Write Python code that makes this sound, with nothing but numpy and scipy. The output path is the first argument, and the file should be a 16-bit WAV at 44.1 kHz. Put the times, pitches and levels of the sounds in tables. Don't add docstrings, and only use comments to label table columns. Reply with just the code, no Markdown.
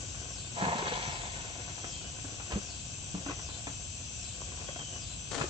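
import sys
import numpy as np
from scipy import signal
from scipy.fft import rfft, irfft
from scipy.io import wavfile

SR = 44100
rng = np.random.default_rng(int(sys.argv[2]) if len(sys.argv) > 2 else 0)


def file_out(sig):
    cols = np.atleast_2d(sig).T
    lim = np.clip(cols, -1, 1)
    pcm = np.round(lim * 32767).astype(np.int16)
    wavfile.write(sys.argv[1], SR, pcm)


N = 242189
T = np.arange(N) / SR
HZ = np.fft.rfftfreq(N, 1 / SR)

# (relative, per Hz)
GRIT = [(100, -8), (280, 0), (500, -1.5), (800, -0.5), (1400, -4.5), (1900, -8.5), (2600, -6.5),
        (4000, -18), (7500, -29), (9000, -43)]
# (relative, per Hz)
SOLE = [(100, -3.5), (250, -2), (480, 1), (750, -6), (1400, -3.5), (2200, -13.5), (4500, -12), (7800, -16),
        (10000, -13.5)]
DRAG_AT_S, DRAG_S, JERK_S = 5.311, 0.098, .034


def amp(db):
    return 10 ** (np.asarray(db) / 20)


def unit(x):
    return x / np.sqrt(np.mean(x ** 2) + 1e-20)


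def read(points, hz):
    f, value = np.transpose(points)
    return np.interp(np.log(hz + 1), np.log(f + 1), value)


def add(mix, s, sound):
    part = mix[round(s * SR):][:len(sound)]
    part += sound[:len(part)]


def drift(hz):
    noise = rfft(rng.standard_normal(N))
    return unit(irfft(noise / (1 + (HZ / hz) ** 4), N))


def colour(x, points):
    return unit(irfft(rfft(x) * amp(read(points, HZ)), N))


def grains(per_s, spread_db):
    size = amp(spread_db * np.minimum(rng.exponential(1, N), 4))
    sign = rng.choice([-1, 1], N)
    return unit(size * sign * (rng.random(N) < per_s / SR))


def bursts(rows, t60, attack_s):
    out, t = np.zeros(N), np.arange(SR // 3) / SR
    for s, db in rows:
        add(out, s, amp(db - 60 * t / t60) * (1 - np.exp(-t / attack_s)))
    return out


def diffuse(gain):
    # frequency_hz, likeness (1 = the same)
    likeness = [(60, 1), (120, 0.87), (240, 0.31), (490, 0.026), (990, 0.045), (1990, 0.034), (4020, 0.07),
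                (8090, 0.1)]
    # frequency_hz, left_minus_right_db
    leftward = [(60, 2), (100, -1), (180, 2), (310, 2), (530, 6), (910, 0.5), (1580, 9), (2720, 2.5),
                (4690, 12.5), (8090, 1.5)]
    a, b = rfft(rng.standard_normal((2, N)))
    same = np.clip(read(likeness, HZ), -1, 1)
    lean = amp(read(leftward, HZ) / 2)
    left = a * lean
    right = (same * a + np.sqrt(1 - same ** 2) * b) / lean
    pair = irfft(np.array([left, right]) * gain, N)
    return pair / np.std(pair.mean(0))


def yard(x, wet_db, t60, left_db):
    t = np.arange(SR // 2) / SR
    echoes = rng.random((2, len(t))) < 3000 / SR
    taps = rng.standard_normal((2, len(t))) * echoes * amp(-60 * t / t60)
    taps /= np.linalg.norm(taps, axis=1, keepdims=True)
    taps = signal.sosfilt(signal.butter(1, 350, "high", fs=SR, output="sos"), taps)
    scatter = signal.fftconvolve(x[None], taps, axes=1)[:, :N]
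    pair = x + amp(wet_db) * scatter
    return pair / np.sqrt(1 + amp(wet_db) ** 2 / 2) * amp([[left_db / 2], [-left_db / 2]])


def from_right(pair, lag_s):
    late_left = irfft(rfft(pair[0]) * np.exp(-2j * np.pi * HZ * lag_s), N)
    return np.array([late_left, pair[1]])


def air():
    # (relative, per Hz)
    spectrum = [(15, -47.5), (25, -18), (45, -0.5), (95, 1.5), (149, -3.5), (200, -11), (305, -13.5),
                (333, -17.5), (381, -22), (456, -21), (1070, -24), (1160, -26.5), (1990, -30.5),
                (2600, -15.5), (5200, -25.5), (6760, -48.5), (11400, -120)]
    # pitch_hz, level_db (before the 6.5 dB cut below)
    machine = [(59.2, -55)]
    hz, db = machine[0]
    hum_level = amp(db - 6.5 + 2 * drift(2.8))
    hum = hum_level * np.sin(2 * np.pi * np.cumsum(hz + 2.0 * drift(5.3)) / SR)
    return amp(-45.5 + 0.2 * drift(15)) * diffuse(amp(read(spectrum, HZ))) + hum


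def chorus():
    # centre_hz, width_hz (nominal, scaled by 0.64 below), level_db
    kinds = [(7502, 550, -50.5), (6530, 2160, -52), (3180, 390, -62.5), (2587, 41, -64.5)]
    out = np.zeros((2, N))
    top_cut = 1 / (1 + (HZ / 8300) ** 90)
    for hz, width, db in kinds:
        band = top_cut / (1 + ((HZ - hz) / (0.64 * width)) ** 2) ** 1.26
        out += amp(db + 0.85 * drift(3.7) + 0.61 * drift(130)) * diffuse(band)
    return out


def harmonics(pulse_hz, weight):
    turns = np.cumsum(pulse_hz) / SR
    knots = np.arange(0, 6, .05)
    tone = 0
    for k, w in weight.items():
        fade = np.interp(T, knots, amp(5.22 * rng.standard_normal(len(knots)) + 3.5))
        tone = tone + w * fade * np.cos(2 * np.pi * (k * turns + rng.random()))
    return tone / np.sqrt(sum(w ** 2 for w in weight.values()) / 2)


def cicada():
    # frequency_hz, level_db (relative)
    buzz_shape = [(2700, -26), (3140, -4.5), (3590, -1), (4040, -4.5), (4490, -2), (4930, -7.5),
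                  (5380, -9.5), (5830, -1.5), (6280, 9), (6730, 7), (7180, -10)]
    first_drop_s, cycle_s = .358, .7767
    buzz_s, break_s = .145, .02
    whine_hz, whine_db, purity = 6076, -54.5, .3
    swell_db, swell_s = 6, 0.11
    sunk_hz, sunk_db, sink_s = 3897, -10.5, .02
    whine_pulses_hz, buzz_pulses_hz = 6100 / 36, 4485 / 10

    to_break = (first_drop_s + buzz_s - T) % cycle_s
    from_drop = buzz_s - to_break
    sunk = 1 / (1 + np.exp(-(from_drop - .012) / sink_s))
    body_hz = whine_hz + (sunk_hz - whine_hz) * sunk
    db = whine_db + swell_db * np.exp(np.minimum(from_drop, 0) / swell_s) + sunk_db * sunk
    singing = np.minimum(np.minimum(to_break, cycle_s - to_break) / break_s, 1)
    whine_share = .97 - .87 * sunk

    def body(hz, width):
        return 1 / np.hypot(1, (hz - body_hz) / width)

    low = {}
    for k in range(6, 17):
        hz = k * buzz_pulses_hz
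        low[k] = amp(read(buzz_shape, hz)) * body(hz, 430)
    high = {k: body(k * whine_pulses_hz, 200) ** 2 for k in range(29, 40)}
    buzz = harmonics(buzz_pulses_hz * (1 + 0.00276 * drift(14)), low)
    whine = harmonics(whine_pulses_hz * (1 + 0.00224 * drift(23)), high)
    swing = 2 * np.pi * np.cumsum(body_hz) / SR
    rattle = drift(420) * np.cos(swing) + drift(420) * np.sin(swing)
    ragged = purity * whine + np.sqrt(1 - purity ** 2) * rattle
    song = np.sqrt(1 - whine_share) * buzz + whine_share * ragged
    heard = singing * amp(db + 0.92 * drift(50)) * song
    return yard(heard, wet_db=-11, t60=.2, left_db=7)


def bubble(hz):
    t = np.arange(int(24 * SR / hz)) / SR
    tone = np.sin(2 * np.pi * hz * t * (1 + .003 * hz * t))
    return tone * np.exp(-hz * t / 4) * (1 - np.exp(-hz * t * 2))


def bubbles(per_s):
    total = np.zeros(N)
    for hz in np.geomspace(400, 2600, num=14):
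        starts = grains(per_s, spread_db=4.0)
        total += signal.oaconvolve(starts, bubble(hz))[:N] * np.sqrt(hz)
    return unit(total)


def hollow(x):
    # centre_hz, width_hz, lift_db
    resonances = [(373, 17, 2.5), (707, 48, 9), (850, 83, 2), (1070, 54, 0.5), (1193, 30, -1),
                  (1500, 84, 2), (1779, 24, 8)]
    lift_db = sum(db / (1 + (2 * (HZ - hz) / width) ** 2) for hz, width, db in resonances)
    return unit(irfft(rfft(x) * amp(lift_db), N))


def slosh():
    # (relative, per Hz)
    lap_spectrum = [(120, -2), (260, -0.5), (500, 4), (900, -1), (1500, -1.5), (2300, -6), (4000, -22),
                    (7000, -34)]
    # time_s, level_db (before the 1.5 dB lift below)
    sway_before = [(0.0, -55.5), (0.14, -58.5), (0.4, -58), (0.5, -55.5)]
    sway_after = [(1.5, -55), (2.12, -58), (2.45, -57.5), (2.88, -62.5), (3.15, -59), (3.32, -54.5),
                  (3.64, -59), (3.8, -64.5), (4.09, -62.5), (4.37, -58.5), (4.64, -54), (4.97, -56.5),
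                  (5.28, -61)]
    # start_s, level_db, pitch_hz (as the bubble starts)
    plops = [(.652, -27.5, 4050), (.824, -29, 406), (.879, -30, 1740), (.921, -28.5, 480),
             (3.285, -32, 1450), (3.296, -35, 1005), (4.417, -38.5, 920), (4.518, -40.5, 1000),
             (4.574, -43.5, 940), (4.62, -41.5, 860), (4.688, -34.5, 570), (4.76, -35.5, 680)]
    smack_db, smack_t60_s = -1, .025
    lapping = hollow(colour(grains(per_s=450, spread_db=3) + 0.1 * bubbles(per_s=13), lap_spectrum))
    sway_db = np.interp(T, *np.transpose(sway_before + sway_after))
    lapping = lapping * amp(sway_db + 1.5 + 2.6 * drift(13))
    smacks = bursts([(s, db + smack_db) for s, db, _ in plops], smack_t60_s, attack_s=.0004)
    lapping += smacks * colour(rng.standard_normal(N), GRIT)
    for s, db, hz in plops:
        add(lapping, s, amp(db) * bubble(hz))
    return from_right(yard(lapping, wet_db=-0.5, t60=0.06, left_db=2.0), lag_s=0.00015)


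def touches():
    # start_s, level_db, lowest_mode_hz, crunch_db (grit under it, before the gain in scuffs),
    # rebound (0-1, amplitude of the second touch)
    blows = [(.621, -21.5, 186, -44, 0.01), (.669, -25, 163, -37.5, 0.01), (.751, -28.5, 230, -44, 0.01),
             (1.076, -31, 136, -48, 0.06), (1.841, -42, 292, -36.5, 0.1), (2.243, -34.5, 272, -43.5, 0),
             (2.32, -38.5, 305, -46, 0.1), (2.52, -32.5, 457, -32, 0.36), (2.537, -24, 66.6, -52, 0),
             (2.558, -21.5, 202, -44, 0), (2.572, -32, 403, -46, 0), (3.144, -25.5, 185, -41.5, .5),
             (3.262, -30.5, 280, -36, .95), (3.669, -35, 280, -35, .2), (5.409, -27.5, 142, -27.5, 0),
             (5.438, -25.5, 356, -41, 0.03)]
    rebound_s = .0285
    for s, db, hz, crunch_db, rebound in blows:
        yield s, db, hz, crunch_db
        if rebound > 0:
            loss = 20 * np.log10(rebound)
            yield s + rebound_s, db + loss, hz, crunch_db + loss


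def scuffs():
    # start_s, level_db (before the 3.5 dB gain below)
    light = [(.142, -41.5), (1.776, -42.5), (2.185, -44.5), (2.398, -38.5), (2.505, -36.5), (3.305, -37.5),
             (3.39, -43.5), (3.488, -39.5), (4.608, -41.5), (4.79, -41), (5.381, -35.5)]
    under_knocks = [(s, db) for s, _, _, db in touches()]
    press = bursts(light + under_knocks, t60=0.059, attack_s=0.0026)
    crunch = amp(3.5) * press * colour(grains(per_s=2300, spread_db=3.5), GRIT)
    return from_right(yard(crunch, wet_db=-2.0, t60=0.21, left_db=4.0), lag_s=0.0002)


def surge(crest_s, db, rise, fade):
    pour_at_s, attack_s = 0.534, .03
    running = np.clip((T - pour_at_s) / attack_s, 0, 1)
    return running * amp(db - rise * np.maximum(crest_s - T, 0) - fade * np.maximum(T - crest_s, 0))


def water():
    # (relative, per Hz)
    slap_spectrum = [(80, -31), (130, -7), (190, -2), (260, -8), (340, -4.5), (560, -6), (850, -3.5),
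                     (1150, -2.5), (1400, -6), (1900, -9.5), (2600, -19), (3600, -37.5)]
    spray_spectrum = [(1100, -14.5), (1700, -1.5), (2200, 1.5), (3300, -1.5), (4200, -3), (5200, -10.5),
                      (7800, -10.5), (9000, -41)]
    # crest_s, level_db, rise_db_per_s, fade_db_per_s
    sheet_flow = (.635, -30.5, 181, 26.5)
    spray_flow = (.88, -42, 22.5, 18)
    slap = grains(per_s=2200, spread_db=3.5) + 0.12 * bubbles(per_s=44)
    slap = hollow(colour(slap, slap_spectrum))
    spray = colour(grains(per_s=680, spread_db=2.0), spray_spectrum)
    slap = slap * surge(*sheet_flow) * amp(1.5 * drift(30))
    spray = spray * surge(*spray_flow) * amp(1.5 * drift(25))
    pair = yard(slap, wet_db=-1.5, t60=0.034, left_db=1.5)
    pair = pair + yard(spray, wet_db=-1.5, t60=0.056, left_db=5.5)
    return from_right(pair, lag_s=0.00026)


def knocks():
    # ratio (multiple of the lowest mode), level_db (relative)
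    modes = [(1, 0), (1.55, -9), (2.4, -13), (3.7, -23.5), (6.3, -22.5)]
    ring_t60_s, ring_hz, ring_slope = 0.081, 200, .5
    out, t = np.zeros(N), np.arange(SR // 4) / SR
    for s, db, hz, _ in touches():
        t60 = ring_t60_s * (ring_hz / hz) ** ring_slope
        ring = np.zeros(len(t))
        for ratio, level in modes:
            decay = amp(level - 60 * t * ratio ** 0.11 / t60)
            ring += decay * np.sin(2 * np.pi * hz * ratio * t)
        add(out, s, amp(db) * ring * (1 - np.exp(-t / 0.0013)))
    return from_right(yard(out, wet_db=-6.0, t60=0.06, left_db=0), lag_s=0.00026)


def ticks():
    # start_s, level_db (at the start)
    stones = [(.784, -30), (2.52, -32.5), (4.652, -44)]
    jerk_tick_db = -35
    jerks = [(s, jerk_tick_db) for s in DRAG_AT_S + np.arange(0, DRAG_S, JERK_S)]
    snap = bursts(stones + jerks, t60=0.022, attack_s=.0001)
    return yard(snap * colour(rng.standard_normal(N), SOLE), wet_db=-7.5, t60=.1, left_db=-5.5)


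def bird():
    # start_s, length_s, level_db
    whistles = [(1.792, .3, -52), (4.659, .3, -50)]
    # share (0-1 of its length), pitch_hz, level_db (relative)
    slur = [(0, 3270, 1), (.25, 3284, -12.5), (.5, 3190, 0.5), (.75, 3000, -3.5), (1, 2940, 2)]
    out = np.zeros(N)
    share, hz, db = np.transpose(slur)
    for s, length, level in whistles:
        u = np.linspace(0, 1, int(length * SR))
        pitch = np.interp(u, share, hz) * (1 + 0.0193 * drift(110)[:len(u)])
        tone = np.sqrt(2) * np.sin(2 * np.pi * np.cumsum(pitch) / SR)
        loudness = amp(level + np.interp(u, share, db))
        add(out, s, tone * loudness * signal.windows.tukey(len(u), .15))
    return yard(out * amp(2.6 * drift(25)), wet_db=0.5, t60=.5, left_db=2.0)


def boot():
    drag_db, attack_s, fade_db_per_s = -40.3, .006, 140
    jerk_db = 5.5
    t = T - DRAG_AT_S
    jerk = jerk_db * (.5 - t / JERK_S % 1)
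    db = drag_db + jerk - fade_db_per_s * np.maximum(t - DRAG_S, 0)
    level = np.clip(t / attack_s, 0, 1) * amp(db + 1.4 * drift(90))
    scrape = level * colour(grains(per_s=1800, spread_db=2.5), SOLE)
    return yard(scrape, wet_db=-4.5, t60=0.23, left_db=15.0)


def scene():
    far = air() + chorus() + cicada() + bird()
    near = slosh() + scuffs() + water() + knocks() + ticks() + boot()
    return far + near


def record(dry):
    # frequency_hz, gain_db
    response = [(10, -37.5), (28, -12), (45, 0), (8100, 0.5), (8450, -2), (10000, -24)]
    heard = irfft(rfft(dry) * amp(read(response, HZ)), N)
    lowpass = signal.firwin(255, 10000, window=("kaiser", 8), fs=SR)
    return signal.oaconvolve(heard, lowpass[None], "same")


dry = scene()
out = record(dry)
file_out(out)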